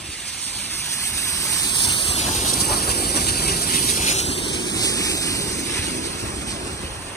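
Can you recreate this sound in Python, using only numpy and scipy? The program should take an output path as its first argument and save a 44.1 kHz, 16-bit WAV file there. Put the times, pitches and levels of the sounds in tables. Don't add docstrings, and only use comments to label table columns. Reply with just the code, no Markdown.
import sys
import numpy as np
from scipy import signal
from scipy.io import wavfile
from scipy.ndimage import uniform_filter1d

SR = 44100
rng = np.random.default_rng(int(sys.argv[2]) if len(sys.argv) > 2 else 0)


def volts_from_db(level):
    exponent = np.asarray(level, float) / 20
    return 10 ** exponent


def materialize(psi):
    bounded = np.clip(np.atleast_2d(psi).T, -1, 1)
    quanta = np.round(bounded * 32767).astype(np.int16)
    wavfile.write(sys.argv[1], SR, quanta)


N = 315932

# time in seconds, lead of the jets at the left port in samples,
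# lag of the wheels at the left port in samples.
PHONE_TURN = [(0.0, 4.3, 11), (0.6, 5.7, -2), (1.04, 7.7, -4), (1.55, 8.1, 2), (1.72, 11.9, 0),
              (2.09, 13.3, -0.6), (2.26, 18, -4), (2.44, 18, -3), (2.61, 20.8, -4.5), (3.48, 21.5, 0.5),
              (3.9, 20.1, 8), (4.35, 14, 14), (4.55, 11.9, 15.5), (4.78, 10.1, 15), (5.57, 7.93, 14),
              (6.1, 7.6, 19), (6.62, 8.7, 13.5), (7.16, 6.7, 10)]
# time in seconds, thud rise in dB, rail hum rise in dB, clatter rise in dB.
RAIL_JOINTS = [(0.092, 11.5, 9, -6), (0.569, 3.5, 1, 0.5), (0.735, 1, 7, 0), (1.46, -5, 4, 4),
               (1.878, 3.5, 5, 3), (2.28, -2, 4, 5.5), (2.72, 5, 3, 6.5), (2.889, 3.5, 4, 4.5),
               (3.17, -2, 6, 4), (3.751, 1, 6, -1.5), (4.005, 5, -0.1, 2.8), (4.29, 3, 7.5, 1.8),
               (4.761, 5, 4, 2), (5.482, 1, 1.5, 0.5), (5.796, 7.5, 2, -3), (6.24, 4, 6, 1.5),
               (6.385, 3, 5.5, -1), (6.541, 3, 7, 0.5), (6.666, 0.5, 6.5, 1.5), (6.846, 7.5, 3, 0.5)]


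def read(points, hz):
    f, value = np.transpose(points)
    return np.interp(np.log(hz + 1), np.log(f + 1), value)


def curves(rows, t):
    s, *columns = np.transpose(rows)
    return [np.interp(t, s, c) for c in columns]


def bumps(t, at, rise_db, width):
    return sum(db * np.exp(-.5 * ((t - s) / w) ** 2) for s, db, w in zip(at, rise_db, width))


def bell(x, centre, width):
    return np.exp(-.5 * ((x - centre) / width) ** 2)


def drift(shape, bins, frames):
    field = rng.standard_normal(shape)
    field = uniform_filter1d(uniform_filter1d(field, bins, 0), frames, 1)
    return field / field.std()


def stft_axes(size):
    hop = size // 4
    return np.fft.rfftfreq(size, 1 / SR)[:, None], np.arange(-(-N // hop) + 1) * hop / SR


def at_ports(size, colour, band, field_db, cross, right_db=0):
    hz = stft_axes(size)[0]
    overlap = size - size // 4
    shape = volts_from_db(read(colour, hz))
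    in_band = (hz > band[0]) & (hz < band[1])
    shape = shape / np.sqrt(np.sum(shape[in_band] ** 2) / len(hz))
    shared, own = signal.stft(rng.standard_normal((2, N)), nperseg=size, noverlap=overlap)[2]
    cross = cross / np.maximum(abs(cross), 1)
    left = cross * shared + np.sqrt(abs(1 - abs(cross) ** 2)) * own
    pair = np.array([left, shared * volts_from_db(right_db)])
    return signal.istft(pair * shape * volts_from_db(field_db), nperseg=size, noverlap=overlap)[1][:, :N]


def steam_levels(t):
    # time in seconds, jet level in dB, how squarely the jet blows at the phone from 0 to 1.
    jet_path = [(0.0, -39, 0.05), (0.3, -33, 0.07), (0.56, -34, 0.4), (0.8, -28.5, 0.36), (1.0, -35.5, 1),
                (1.4, -28.5, 0.9), (1.82, -26.5, 1), (2.3, -24.5, 0.64), (2.62, -29, .9),
                (3.2, -27.5, 0.75), (3.5, -26.5, 0.48), (3.85, -26.5, 0.9), (4.08, -24, 0.5),
                (4.6, -32, 0.3), (5.1, -26, 0.48), (5.7, -31, 0.3), (6.4, -35.5, .1), (7.16, -42.5, 0.24)]
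    jet_db, facing = curves(jet_path, t)
    over_db = jet_db + 30
    roar_follows, ring_follows = 0.39, 0.86
    roar_db = -4.5 - (1 - roar_follows) * over_db
    aside_db, facing_db = -18.5, -2
    air_db = aside_db + (facing_db - aside_db) * facing
    lost = bell(curves(PHONE_TURN, t)[0], 17.3, 1.64)
    ring_db = 15.5 - (1 - ring_follows) * over_db - 6 * lost
    return jet_db, roar_db, air_db, ring_db


def jet_turn(hz, t):
    # frequency in Hz, radians the phone's body adds to the left lead.
    body_phase = [(300, -1.5), (900, -0.95), (2400, -1.41), (4500, -1.12), (5300, -0.82), (6000, -0.7),
                  (6900, 0.9), (7700, 2.9), (8300, 3), (9600, 3.5), (10500, 5), (11000, 8)]
    # frequency in Hz, likeness carried by the direct path.
    direct_path = [(600, 0.62), (1200, 0.47), (1800, 0.69), (2800, 0.81), (4000, 0.7), (4500, 0.67),
                   (5200, 0.5), (6200, 0.17), (7200, .35), (8600, 0.53), (10000, 0.47), (11200, 0.29)]
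    # frequency in Hz, signed likeness that does not turn with the phone.
    case_path = [(2000, 0.13), (3300, -0.0035), (4200, 0.39), (4600, 0.019), (5100, -0.37), (5500, 0.04),
                 (6150, 0.84), (6600, 0.021), (7200, -0.56), (8000, 0.23), (9000, -0.05), (9700, 0.25),
                 (10600, 0.19), (11100, -0.22)]
    # time in seconds, how much one jet stands out as a factor on the direct path.
    focus = [(0, 0.82), (.5, 0.78), (.8, 1.0), (1.3, 1.1), (1.7, 0.75), (2.0, 1.12), (2.3, 0.84),
             (2.6, 1.03), (3.5, 1.03), (3.9, 1), (4.15, 1.31), (4.62, .92), (4.85, 1.25), (5.3, 1.18),
             (5.7, 0.83), (6.2, 0.98), (7.16, 0.82)]
    top_flips = (11216, 12660, 14320)

    early = curves(PHONE_TURN, t)[0]
    shortcut_hz, shortcut_lead, shortcut_per_khz = 7400, 8.8, 0.04
    bent = early - (early - shortcut_lead) * shortcut_per_khz * np.maximum(hz - shortcut_hz, 0) / 1000
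    lead = 2 * np.pi * hz * bent / SR + read(body_phase, hz)
    both = curves(focus, t)[0] * read(direct_path, hz) * np.exp(1j * lead) + read(case_path, hz)
    edge_on = np.clip((12 - early) / 3, 0, 1)
    both = both + 0.33 * edge_on * bell(hz, 10400, 360)

    waver = 1 + .12 * drift(lead.shape, bins=4, frames=12)
    wander_hz, blur_hz = 110, 300
    slow = round(t.size / 150) + 1
    first, *upper = [f + wander_hz * drift((1, len(t)), bins=1, frames=slow) for f in top_flips]
    top = -.8 * np.prod([np.tanh((f - hz) / blur_hz) for f in upper], axis=0)
    return waver * np.where(hz < first, both, top)


def steam():
    # frequency in Hz, level of the jet noise in dB.
    steam_colour = [(900, -10), (1500, -5), (2300, 1.5), (3500, 1.5), (4600, 1), (6000, -0.5), (7600, -3.5),
                    (9500, -2), (11000, -4), (13000, -4.5), (14500, -9.5), (15600, -7.5)]
    # time in seconds, jet rise in dB, roar rise in dB, width in seconds.
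    puff_rows = [(0.287, 7, -2.5, 0.031), (0.447, 6, -1.5, 0.072), (0.571, 5.5, -1, 0.043),
                 (0.933, 5, 2.5, 0.026), (1.034, 4, 1.5, 0.18), (1.187, 4, 1.5, 0.034),
                 (1.556, 1.4, 1.1, 0.034), (1.801, 3, 0.7, 0.084), (1.846, 3.5, -1.5, 0.033),
                 (2.354, 2.5, -1, 0.025), (2.494, 6, 0, 0.046), (2.539, 11, -1, 0.013),
                 (2.613, 9.5, 0, 0.033), (2.755, 2, 1, 0.13), (2.911, 3, 5.5, 0.024),
                 (3.293, 3, 5.5, 0.027), (3.497, 2, 5.5, 0.068), (3.759, 1, 4, 0.088),
                 (3.903, 4.5, 3.5, 0.036), (4.094, 3.5, 8.5, 0.081), (4.192, 4, 6, 0.035),
                 (4.543, 3, 2, 0.082), (4.846, 7.5, 4.5, 0.14), (5.041, 0, 3.5, 0.12), (5.283, -1, 2, 0.11),
                 (5.785, 1.5, 7, 0.15), (6.05, 1, -0.5, 0.12), (6.214, 3.5, 0, 0.034),
                 (6.501, 4.5, 1.5, 0.065), (6.844, 0.5, 2, 0.061)]
    # frequency in Hz, share of the right port's ring.
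    port_ring = [(1000, 0.1), (7000, 0.083), (7930, 0.035), (8080, 0.95), (9100, 0.79), (9900, 0.31),
                 (10600, 0.18), (11200, 0)]

    hz, t = stft_axes(size=512)
    shape = (len(hz), len(t))
    jet_db, roar_db, air_db, ring_db = steam_levels(t)
    low = read([(2600, 1.0), (4200, 0.25)], hz)
    high = read([(7000, 0.19), (12000, 0.77)], hz)

    s, jet_rise, roar_rise, width = np.transpose(puff_rows)
    jet_puffs = bumps(t, s, jet_rise, 0.35 * width)
    roar_puffs = bumps(t, s, roar_rise, 0.41 * width)
    puffs = (1.2 - 0.51 * high) * ((1 - low) * jet_puffs + low * roar_puffs)

    flutter = 0.8 * drift((1, len(t)), bins=1, frames=9) + 0.3 * drift(shape, bins=30, frames=9)
    patches = 0.88 * drift(shape, bins=5, frames=40) + 2.13 * drift(shape, bins=2, frames=10)
    field_db = jet_db - 0.78 + low * (roar_db + 2.5) + high * (air_db + 6.0)
    field_db = field_db + puffs + flutter + patches

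    widen = 1 + 0.039 * (curves(PHONE_TURN, t)[0] - 8)
    ring_hz = np.where(hz > 8500, 8500 + (hz - 8500) / widen, hz)
    ring = ring_db * read(port_ring, ring_hz)
    return at_ports(512, steam_colour, (3500, 7500), field_db, jet_turn(hz, t), ring)


def wheel_levels(t):
    # time in seconds, load on the near rail in dB.
    rail_load = [(0.0, -45.5), (0.22, -53), (0.6, -46), (0.85, -48), (1.4, -41.5), (1.6, -40.5),
                 (1.85, -39), (2.4, -31.5), (2.8, -31), (3.1, -31.5), (3.5, -31.5), (4.4, -31.5),
                 (4.85, -30), (5.7, -32.5), (6.2, -33.5), (7.16, -41)]
    # time in seconds, strength, half length in seconds.
    drivers = [
        (2.724, 1, 0.77),
        (6.9, 0.63, 0.65),
    ]
    rail_db = curves(rail_load, t)[0]
    over_db = rail_db + 30
    s, strength, half = np.transpose(drivers)
    rumble_db = -35 + 0.64 * over_db + bumps(t, s, 6 * strength, 1.33 * half)
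    clatter_db = -39 + 0.46 * over_db + bumps(t, s, 6 * strength, half)
    return rumble_db, rail_db, clatter_db, curves(PHONE_TURN, t)[1]


def rolling():
    # frequency in Hz, level in dB; for frames, rails and rods.
    rumble_colour = [(20, -34), (35, -1), (52, 3), (120, -1.5), (160, -2.5), (230, -8), (600, -79)]
    rail_colour = [(50, -50), (100, -13), (150, -4), (220, 1), (380, 3), (430, -4.5), (480, -9), (600, -24),
                   (1500, -67)]
    clatter_colour = [(100, -50), (330, -50), (470, 3.5), (650, 4), (1000, 5.5), (1350, 2.5), (1800, 0.5),
                      (3000, -46), (8000, -70)]
    # frequency in Hz, left-right likeness of the wheels.
    alike = [(40, 0.93), (150, 1), (400, 0.97), (1200, 0.5), (3000, 0.57)]
    # time in seconds, dB the ground echo cancels around 500 Hz while the train is far.
    ground_dip = [(0, 2.5), (1, 8.5), (2, 2.5), (2.6, -2), (7.16, -2)]

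    hz, t = stft_axes(size=2048)
    rumble_db, rail_db, clatter_db, late = wheel_levels(t)
    behind = read(alike, hz) * np.exp(-1j * (2 * np.pi * hz * late / SR + 0.15))
    rear = np.clip(late / 24, .05, .95)
    dip = curves(ground_dip, t)[0] * (.4 - bell(np.log2((hz + 1) / 500), 0, 0.43))
    patches = 1.23 * drift((len(hz), len(t)), bins=5, frames=8) + dip

    rumble = at_ports(2048, rumble_colour, (40, 150), rumble_db - .8 + patches, behind, -1.3)
    rail = at_ports(2048, rail_colour, (150, 450), rail_db - .6 + patches, behind)
    rattling_db = clatter_db - .9 + patches + 3.16 * drift(patches.shape, bins=3, frames=2)
    rods = rear * behind + (1 - rear) * jet_turn(hz, t)
    clatter = at_ports(2048, clatter_colour, (500, 1400), rattling_db, rods, 0.13)

    s, _, hum, rattle = np.transpose(RAIL_JOINTS)
    clock, same = np.arange(N) / SR, np.ones(len(s))
    rail_swell = volts_from_db(bumps(clock, s, 0.82 * hum, 0.0097 * same))
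    clatter_swell = volts_from_db(bumps(clock, s, 1.32 * rattle, 0.02 * same))
    return rumble + rail * rail_swell + clatter * clatter_swell


def joints():
    out, u = np.zeros((2, N)), np.arange(3000) / SR
    for (s, rise_db, *_), chance in zip(RAIL_JOINTS, rng.random((len(RAIL_JOINTS), 2))):
        rumble_db, *_, late = wheel_levels(s)
        hz = 70 + 40 * chance[0]
        swing = np.sin(2 * np.pi * hz * u) * (u / 0.0055) * np.exp(1 - u / 0.0046)
        size = volts_from_db(rumble_db + 9.5) * np.sqrt(max(volts_from_db(2 * rise_db) - 1, 0))
        for side, delay in enumerate((late + 5, 0)):
            start = max(round((s - .009) * SR + delay), 0)
            part = out[side, start:start + len(u)]
            part += size * swing[:len(part)]
    return out


def thin_spectrum(x):
    # frequency in Hz, dB under its partner at which mid or side is dropped.
    partner_gap = [(1200, 20), (2000, 8.5), (5000, 7), (7600, 6), (8000, 20), (9600, 20), (10100, 6.5),
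                   (11300, 5), (14000, 5)]
    # frequency in Hz, dB against the mean hiss under which a band is dropped.
    mask_floor = [(9000, -34), (12500, -29), (14000, -22), (14500, -22), (15200, -21.5), (15500, -17),
                  (15800, -11)]
    # frequency in Hz, dB against the band mean under which a line falls to zero.
    line_floor = [(700, -22), (1200, -9), (2600, -9), (4000, -8), (7500, -9), (8000, -26), (9800, -26),
                  (10600, -9), (11500, -4), (13000, 0), (15000, 1)]

    mid_side = np.array([x[0] + x[1], x[0] - x[1]]) / 2
    hz, _, z = signal.stft(mid_side, SR, "cosine", 2048, 1024)
    band = np.cumsum(np.where(hz < 7000, 1 / 12, 1 / 16)).astype(int)
    starts = np.flatnonzero(np.diff(band, prepend=-1))
    power = abs(z) ** 2
    band_power = np.add.reduceat(power, starts, axis=1) / np.bincount(band)[:, None]
    band_db = 10 * np.log10(band_power + 1e-20)
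    hiss = (hz > 3000) & (hz < 10000)
    hiss_db = 10 * np.log10(power[:, hiss].mean((0, 1)) + 1e-20)

    keep = band_db > band_db[::-1] - read(partner_gap, hz[starts])[:, None]
    unsure_db = 4.5 * rng.standard_normal(band_db.shape)
    keep &= band_db > hiss_db + read(mask_floor, hz[starts])[:, None] + unsure_db
    lines = abs(z) > volts_from_db(band_db.max(0)[band] + read(line_floor, hz)[:, None])
    mid, side = signal.istft(z * keep[:, band] * lines, SR, "cosine", 2048, 1024)[1][:, :N]
    return np.array([mid + side, mid - side])


def scene():
    return steam() + rolling() + joints()


def low_pass(x):
    return signal.sosfilt(signal.butter(12, 15810, fs=SR, output="sos"), x)


def record(dry):
    bass_cut = signal.butter(5, 38, "high", fs=SR, output="sos")
    mix = thin_spectrum(signal.sosfilt(bass_cut, dry))
    return low_pass(mix)


dry = scene()
out = record(dry)
materialize(out)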